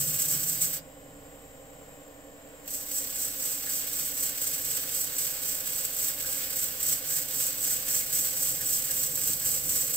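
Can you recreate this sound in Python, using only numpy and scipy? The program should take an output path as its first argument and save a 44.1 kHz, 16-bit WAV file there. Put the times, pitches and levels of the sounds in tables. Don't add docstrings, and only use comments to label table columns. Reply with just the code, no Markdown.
import sys
import numpy as np
from scipy import signal
from scipy.fft import rfft, irfft, next_fast_len
from scipy.io import wavfile
from scipy.ndimage import uniform_filter1d, map_coordinates

SR = 44100
rng = np.random.default_rng(int(sys.argv[2]) if len(sys.argv) > 2 else 0)


def makeup_ratio(level_db):
    decades = np.asarray(level_db, float) / 20
    return 10 ** decades


def wav_out(sig):
    wavfile.write(sys.argv[1], SR, np.round(np.clip(np.atleast_2d(sig).T, -1, 1) * 32767).astype(np.int16))


N = 439236
T = np.arange(N) / SR
SIZE = next_fast_len(N + SR)
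HZ = np.maximum(np.arange(SIZE // 2 + 1) * SR / SIZE, 1)

# turning point in seconds, rasp there in dB,
# place of the fastest moment in the stroke from 0 to 1, rasp at full speed in dB.
FIRST_PASS = [
    (-0.018, -47.8, 0.05, -31),
    (0.176, -34.5, 0.31, -30),
    (0.279, -35, 0.06, -29.5),
    (0.38, -34.0, 1, -33.7),
    (0.465, -37, 0.12, -29.5),
    (0.576, -38, 0.62, -28.5),
    (0.689, -38, 0.66, -38.5),
    (0.812, -75, 0.53, -47.8),
]
SECOND_PASS = [(2.631, -66, 0.44, -35), (2.875, -45, 0.43, -32.8), (3.089, -43, 0.51, -32),
               (3.338, -40.5, 0.54, -33.5), (3.622, -41.0, 0.61, -32.5), (3.847, -39.5, 0.75, -33.5),
               (4.111, -39.5, 0.59, -31.5), (4.345, -41, 0.46, -32.5), (4.611, -38, 0.46, -33),
               (4.85, -40, 0.55, -32), (5.105, -41, 0.41, -32), (5.369, -40.5, 0.56, -31.5),
               (5.603, -40, 0.62, -34), (5.908, -40, 0.54, -31), (6.16, -42, 0.47, -35.2),
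               (6.499, -41, 0.43, -32), (6.75, -42.5, 0.61, -29), (7.014, -43.5, 0.55, -29.5),
               (7.27, -41.5, 0.55, -29.5), (7.553, -40, 0.49, -28.5), (7.827, -39.5, 0.49, -28),
               (8.083, -39.7, 0.34, -28.5), (8.33, -36, 0.52, -29), (8.585, -36.5, 0.67, -28),
               (8.834, -35.5, 0.85, -30.2), (9.104, -37.5, 0.66, -30.5), (9.39, -38, 0.4, -29.5),
               (9.648, -36.5, 0.28, -29), (9.923, -35.5, 0.15, -33)]
# time in seconds, left minus right in dB, pad bounce in dB.
HAND = [(0.0, -.6, -49), (.2, -0.7, -51.5), (.4, -1.6, -48.5), (.78, -1.5, -49.5), (.92, -1.2, -61),
        (1.4, -1.2, -58), (1.55, -1.2, -65.5), (2.7, -1.3, -62.5), (3.3, -1.5, -61.5), (5.0, -2, -58.5),
        (6.1, -2, -57.5), (7.2, -2.1, -55), (8.0, -1.4, -56.5), (9.2, -2.2, -51), (9.96, -1.5, -50)]
# time in seconds, peak in dB.
CATCHES = [(0.1955, -27), (0.3044, -15), (0.4353, -18), (0.4957, -14), (0.615, -16), (0.6474, -20),
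           (0.6694, -31), (2.6583, -27), (2.6767, -12.5), (2.7042, -17), (2.913, -10), (2.9451, -20),
           (3.452, -17), (3.7203, -16), (3.9882, -12), (6.8864, -7), (7.64, -20), (7.6674, -20),
           (8.1268, -17), (8.9081, -7), (9.6918, -14), (9.9322, -27)]
# lobes a turn, depth in dB, phase in radians.
LOBES = [
    (1, .9, -2.2),
    (2, 1.3, 2.8),
    (3, .4, .9),
]
# frequency in Hz, level in dB per Hz.
RASP_SPECTRUM = [(590, -40), (1000, -26), (1180, -20), (1590, -14), (2580, -16.5), (3450, -12.5),
                 (3960, -14), (6500, -14.5), (7850, -2), (8320, -7), (9780, -22), (11900, -9),
                 (13400, -7.5), (15200, -3.5), (15900, -11)]
# start in seconds, peak in dB, pitch in Hz.
SQUEAKS = [(3.667, -36.5, 1790), (4.8308, -39, 1580), (6.0825, -45, 1750), (6.2394, -38, 1530),
           (7.1012, -38, 1740), (7.4618, -44, 1630), (7.7028, -41, 1520), (8.0046, -38, 2110),
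           (8.1563, -41, 2130), (8.2461, -48, 1830), (8.5999, -35, 1670), (8.8876, -37, 1730),
           (9.42, -37.5, 1700)]
# start in seconds, peak in dB, pitch in Hz, 60 dB fade in seconds.
KNOCKS = [
    (.066, -39, 156, .15),
    (.347, -32, 300, 0.028),
    (.362, -34.5, 151, 0.13),
    (8.19, -43, 290, .12),
    (8.949, -47, 230, .1),
    (9.3, -40, 290, 0.1),
]
# frequency in Hz, level in dB per Hz.
BED_MODE = [(70, -25), (120, -7.5), (134, -9), (144, -17), (155, -1.5), (175, -15), (260, -15.5)]
SPINDLE_ORDERS = (2, 4, 5, 6, 8, 9, 10)
SPINDLE_DB = [-14.5, -19, -12.5, -13.5, -9, -7.5, -9]
# time in seconds, belt tooth rate in Hz.
TOOTH_RATE = [
    (0.0, 535.4),
    (0.6, 535.4),
    (0.95, 541.0),
    (2.55, 540.8),
    (2.95, 537.2),
    (6.3, 535.0),
    (8.0, 530.5),
    (9.0, 530.5),
    (10.0, 531.9),
]
MOTOR_ORDERS = (11, 12, 14, 15, 16, 17, 18, 19, 21, 22, 23, 24, 25)
# level of that multiple running free in dB, under load in dB.
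MOTOR_DB = [(-77, -74), (-80, -84), (-64, -76), (-69, -72), (-63, -65), (-62, -56), (-66, -66), (-62, -63),
            (-63, -67), (-76, -77), (-71, -70), (-71, -75), (-68, -71)]
BELT_ORDERS = (5, 10, 13, 20, 24, 26, 27, 43, 45, 48, 49, 52, 55, 58, 61, 66, 72)
# level of that multiple running free in dB, under load in dB.
BELT_DB = [(-64.5, -64.5), (-77, -79), (-71, -74), (-74.5, -69), (-69.5, -69.5), (-60, -66), (-62.5, -61.5),
           (-67, -62.5), (-94, -81), (-69.5, -63), (-60, -57), (-83, -82), (-108, -93), (-68, -66),
           (-80, -89), (-70, -66), (-65, -63.5)]
# pitch in Hz, level in dB.
WHINE = [(1782, -70), (2290, -73), (5017, -77), (7106, -78), (7450, -73), (8096, -77), (11483, -88),
         (11789, -84), (11962, -82), (11994, -72), (12059, -80), (12748, -78), (12877, -79), (13130, -80),
         (14626, -80), (15294, -79), (15488, -82)]
# frequency in Hz, level in dB per Hz.
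RUMBLE_SPECTRUM = [(12, -35), (20, -4), (80, -6.5), (145, -7.5), (199, -12), (283, -1.5), (340, -13),
                   (389, -18.5), (445, -2.5), (526, -1.5), (723, -12.5), (800, -6.5), (870, -13.5),
                   (1100, -11.5), (1430, -55), (2420, -120)]
# frequency in Hz, level in dB per Hz.
HISS_SPECTRUM = [(600, -30), (1000, -3), (1700, -2), (3100, -8), (4100, -14), (6500, -14), (7500, -1),
                 (8300, -5), (9000, -17), (9900, -26), (11200, -21), (12000, -12), (13800, -15),
                 (15700, -11), (15760, -60)]
# frequency in Hz, likeness from 0 to 1, left lead in radians,
# left minus right in dB.
PAD_PORTS = [(60, .96, 0, -4), (300, .93, .3, -3), (800, .4, .9, -2), (1600, .3, 1, -3), (3000, .3, 1.3, 0),
             (5500, .35, 2.1, -1), (7300, .4, 2.3, 3), (7700, .9, 0, 1), (8600, .9, 0, -2.5),
             (9500, .8, 0, 0), (10800, .82, 0, -1), (12000, .95, 0, -3.5), (16000, .95, 0, -2.5)]
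LATHE_PORTS = [(60, .84, 0, -5), (300, .9, .3, -3), (800, .45, .9, -2), (2000, .35, 2, -1),
               (6000, .15, 0, 1), (7300, .55, 0, 7), (7700, .99, 0, 0), (11900, .9, 0, -2),
               (12600, .97, 0, 0), (16000, .99, 0, 0)]

MOTOR_TEETH, SPINDLE_TEETH, BELT_TEETH = 17, 32, 50


def curve(rows, at):
    where, *columns = np.transpose(rows)
    return [np.interp(at, where, column) for column in columns]


def unit(x):
    return x / np.sqrt(np.mean(x ** 2))


def walk(rate_hz):
    hold = int(SR / rate_hz)
    steps = np.repeat(rng.standard_normal(N // hold + 1), hold)
    slewed = uniform_filter1d(uniform_filter1d(steps, hold), hold)
    return unit(slewed[:N])


def colour(x, spectrum, lo_hz=1, hi_hz=30000):
    hz, db = np.transpose(spectrum)
    shape = makeup_ratio(np.interp(np.log(HZ), np.log(hz), db))
    edges = np.sqrt((1 + (lo_hz / HZ) ** 12) * (1 + (HZ / hi_hz) ** 12))
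    return unit(irfft(rfft(x, SIZE) * shape / edges, SIZE)[:N])


def hum(turns, orders, levels_db, wobble_db):
    out = np.zeros(N)
    for order, db in zip(orders, levels_db):
        level = np.sqrt(2) * makeup_ratio(db + wobble_db * walk(3))
        out += level * np.sin(2 * np.pi * (order * turns + rng.random()))
    return out


def sanding(level):
    since = T - SECOND_PASS[0][0]
    unseated = (since > 0) * np.exp(-np.abs(since) / 0.88)
    swell_db = swell()
    bounce_db = curve(HAND, T)[1] + 53.5
    fine_db = 0.9 + (0.54 - 1) * swell_db - 4.2 * unseated
    wall_db = -10 + (0.26 - 1) * swell_db - 8 * unseated - 0.21 * bounce_db
    tear = grit(7000., 1.3, 1.2)
    rasp = colour(tear, RASP_SPECTRUM, lo_hz=6000, hi_hz=9560)
    fine = makeup_ratio(fine_db + .5 * walk(60)) * colour(tear, RASP_SPECTRUM, lo_hz=10500)
    wall = makeup_ratio(wall_db + 1.4 * walk(40)) * colour(tear, RASP_SPECTRUM, hi_hz=5130)
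    return level * (rasp + fine + wall)


def grit(rate_hz, spread_db, bed):
    hit = rng.random(N) < rate_hz / SR
    size = rng.exponential(1, N)
    polarity, dust = rng.standard_normal((2, N))
    return unit(hit * makeup_ratio(spread_db * size) * polarity) + bed * dust


def pressure(spindle):
    lobes_db = sum(db * np.cos(2 * np.pi * lobes * spindle + phase) for lobes, db, phase in LOBES)
    pulse = makeup_ratio(.9 * lobes_db + .8 * walk(220))
    press = unit(pulse * (1 + .17 * snags(120., .005)))
    catch = sum((T >= s) * makeup_ratio(db - 24.0) * np.exp(-np.abs(T - s) / 0.0055) for s, db in CATCHES)
    return contact() * makeup_ratio(strokes()) * press + catch


def snags(rate_hz, fade_s):
    bites = (rng.random(N) < rate_hz / SR) * rng.exponential(1, N)
    return signal.lfilter([1], [1, -np.exp(-1 / (fade_s * SR))], bites)


def strokes():
    turn_s, turn_db, place, fast_db = np.vstack([FIRST_PASS, SECOND_PASS]).T
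    turn_s = np.append(turn_s, turn_s[-1] + 0.27)
    turn_db = np.append(turn_db, turn_db[-1])
    fastest_s = turn_s[:-1] + np.clip(place, .05, .95) * np.diff(turn_s)
    moments = np.sort(np.append(turn_s, fastest_s))
    half = np.interp(T, moments, np.arange(len(moments)))
    k = np.minimum(half.astype(int), len(moments) - 2)
    speed = np.sin(np.pi / 2 * (1 - np.abs(half % 2 - 1))) ** 1.6
    slow_db = turn_db[(k + 1) // 2]
    return slow_db + (fast_db[k // 2] - slow_db) * speed


def swell():
    mean_db, faint_db = -35, -46
    return np.maximum(strokes(), faint_db) - mean_db


def contact():
    touching = (T < FIRST_PASS[-1][0]) | (T > SECOND_PASS[0][0])
    return uniform_filter1d(1. * touching, size=300)


def squeaks():
    out = np.zeros(N)
    age = np.arange(int(.06 * SR)) / SR
    for s, db, hz in SQUEAKS:
        resonance = signal.butter(2, [hz - 170, hz + 170], "bandpass", fs=SR, output="sos")
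        rub = signal.sosfilt(resonance, rng.standard_normal(4000))[-len(age):]
        swell_and_fade = age / 0.011 * np.exp(1 - age / 0.0087)
        out[int(s * SR):][:len(age)] += makeup_ratio(db - 7) * unit(rub) * swell_and_fade
    return out


def thrum(spindle):
    thrum_db = curve(HAND, T)[1] + 0.32 * contact() * swell() + 1.65 * walk(5)
    bed = colour(rng.standard_normal(N), BED_MODE, hi_hz=343)
    shake = hum(spindle, SPINDLE_ORDERS, SPINDLE_DB, 3.1)
    return makeup_ratio(thrum_db) * (shake + makeup_ratio(-4.5) * bed) + knocks()


def knocks():
    out = np.zeros(N)
    for s, db, hz, t60 in KNOCKS:
        start = int(s * SR)
        age = np.arange(min(int(t60 * SR), N - start)) / SR
        out[start:][:len(age)] += makeup_ratio(db - 60 * age / t60) * np.sin(2 * np.pi * hz * age)
    return out


def drive(teeth, load):
    motor = teeth / MOTOR_TEETH
    motor_db = [free + (held - free) * load for free, held in MOTOR_DB]
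    belt_db = [free + (held - free) * load for free, held in BELT_DB]
    tones = hum(motor, MOTOR_ORDERS, motor_db, 1.26) + hum(teeth / BELT_TEETH, BELT_ORDERS, belt_db, 1.7)
    beat = 1 + 0.35 * np.cos(2 * np.pi * motor) + 0.28 * np.cos(4 * np.pi * motor)
    return tones + makeup_ratio(2.0) * beat * hum(T, *np.transpose(WHINE), 2.1)


def lathe(teeth, load):
    rumble_level = makeup_ratio(-54 + 1.5 * load + .7 * walk(4))
    rumble = rumble_level * colour(rng.standard_normal(N), RUMBLE_SPECTRUM)
    hiss = makeup_ratio(-56.5 + 1.0 * walk(6)) * colour(rng.standard_normal(N), HISS_SPECTRUM)
    bearings = makeup_ratio(-61) * colour(repeating(teeth / MOTOR_TEETH, 9.0), HISS_SPECTRUM, lo_hz=1320)
    return rumble + hiss + bearings


def repeating(turns, renew_turns):
    phases = rng.random((int(turns[-1] / renew_turns) + 3, 520))
    patterns = irfft(np.exp(2j * np.pi * phases), 8192)
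    row = (turns / renew_turns).astype(int)
    place = turns % 1 * 8191
    share = turns / renew_turns % 1 * np.pi / 2
    old = map_coordinates(patterns, [row, place], order=1)
    new = map_coordinates(patterns, [row + 1, place], order=1)
    return np.cos(share) * old + np.sin(share) * new


def fading_noise(t60):
    age = np.arange(int(.07 * SR)) / SR
    return rng.standard_normal(len(age)) * makeup_ratio(-60 * age / t60)


def ports(takes, table, pan_db=0):
    log_table = [(np.log(hz), *rest) for hz, *rest in table]
    like, lead, balance_db = curve(log_table, np.log(HZ))
    like = np.clip(like, 0, 1)
    echo = fading_noise(.068)
    bench = 1 + makeup_ratio(-8) * rfft(echo / np.linalg.norm(echo), SIZE) / (1 + (1320 / HZ) ** 4)
    direct, out = rfft(takes[0], SIZE), []
    for side, far in zip((1, -1), takes[1:]):
        walls = rfft(fading_noise(.07), SIZE)
        smear = walls / np.abs(walls)
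        near = np.sqrt(like) * np.exp(.5j * side * lead) * direct
        scattered = np.sqrt(1 - like) * smear * rfft(far, SIZE)
        heard = bench * (near + scattered) * makeup_ratio(side * balance_db / 2)
        out.append(irfft(heard, SIZE)[:N] * makeup_ratio(side * pan_db / 2))
    return np.array(out)


def scene():
    tooth_hz = curve(TOOTH_RATE, T)[0]
    teeth = np.cumsum(tooth_hz) / SR
    load = np.clip((541 - tooth_hz) / 10, 0, 1)
    spindle = teeth / SPINDLE_TEETH
    level = pressure(spindle)
    pad = [sanding(level) + squeaks() for path in range(3)]
    head = lathe(teeth, load) + drive(teeth, load) + thrum(spindle)
    machine = [head, lathe(teeth, load), lathe(teeth, load)]
    return ports(pad, PAD_PORTS, curve(HAND, T)[0]) + ports(machine, LATHE_PORTS)


def top_cut(x):
    return signal.sosfilt(signal.butter(12, 16000, fs=SR, output="sos"), x)


def record(dry):
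    top_edge = np.sin(np.pi / 2 * np.clip((15810 - HZ) / 90, 0, 1)) ** 2
    edged = irfft(rfft(dry, SIZE) * top_edge, SIZE)[:, :N]
    return top_cut(edged - .0006)


dry = scene()
out = record(dry)
wav_out(out)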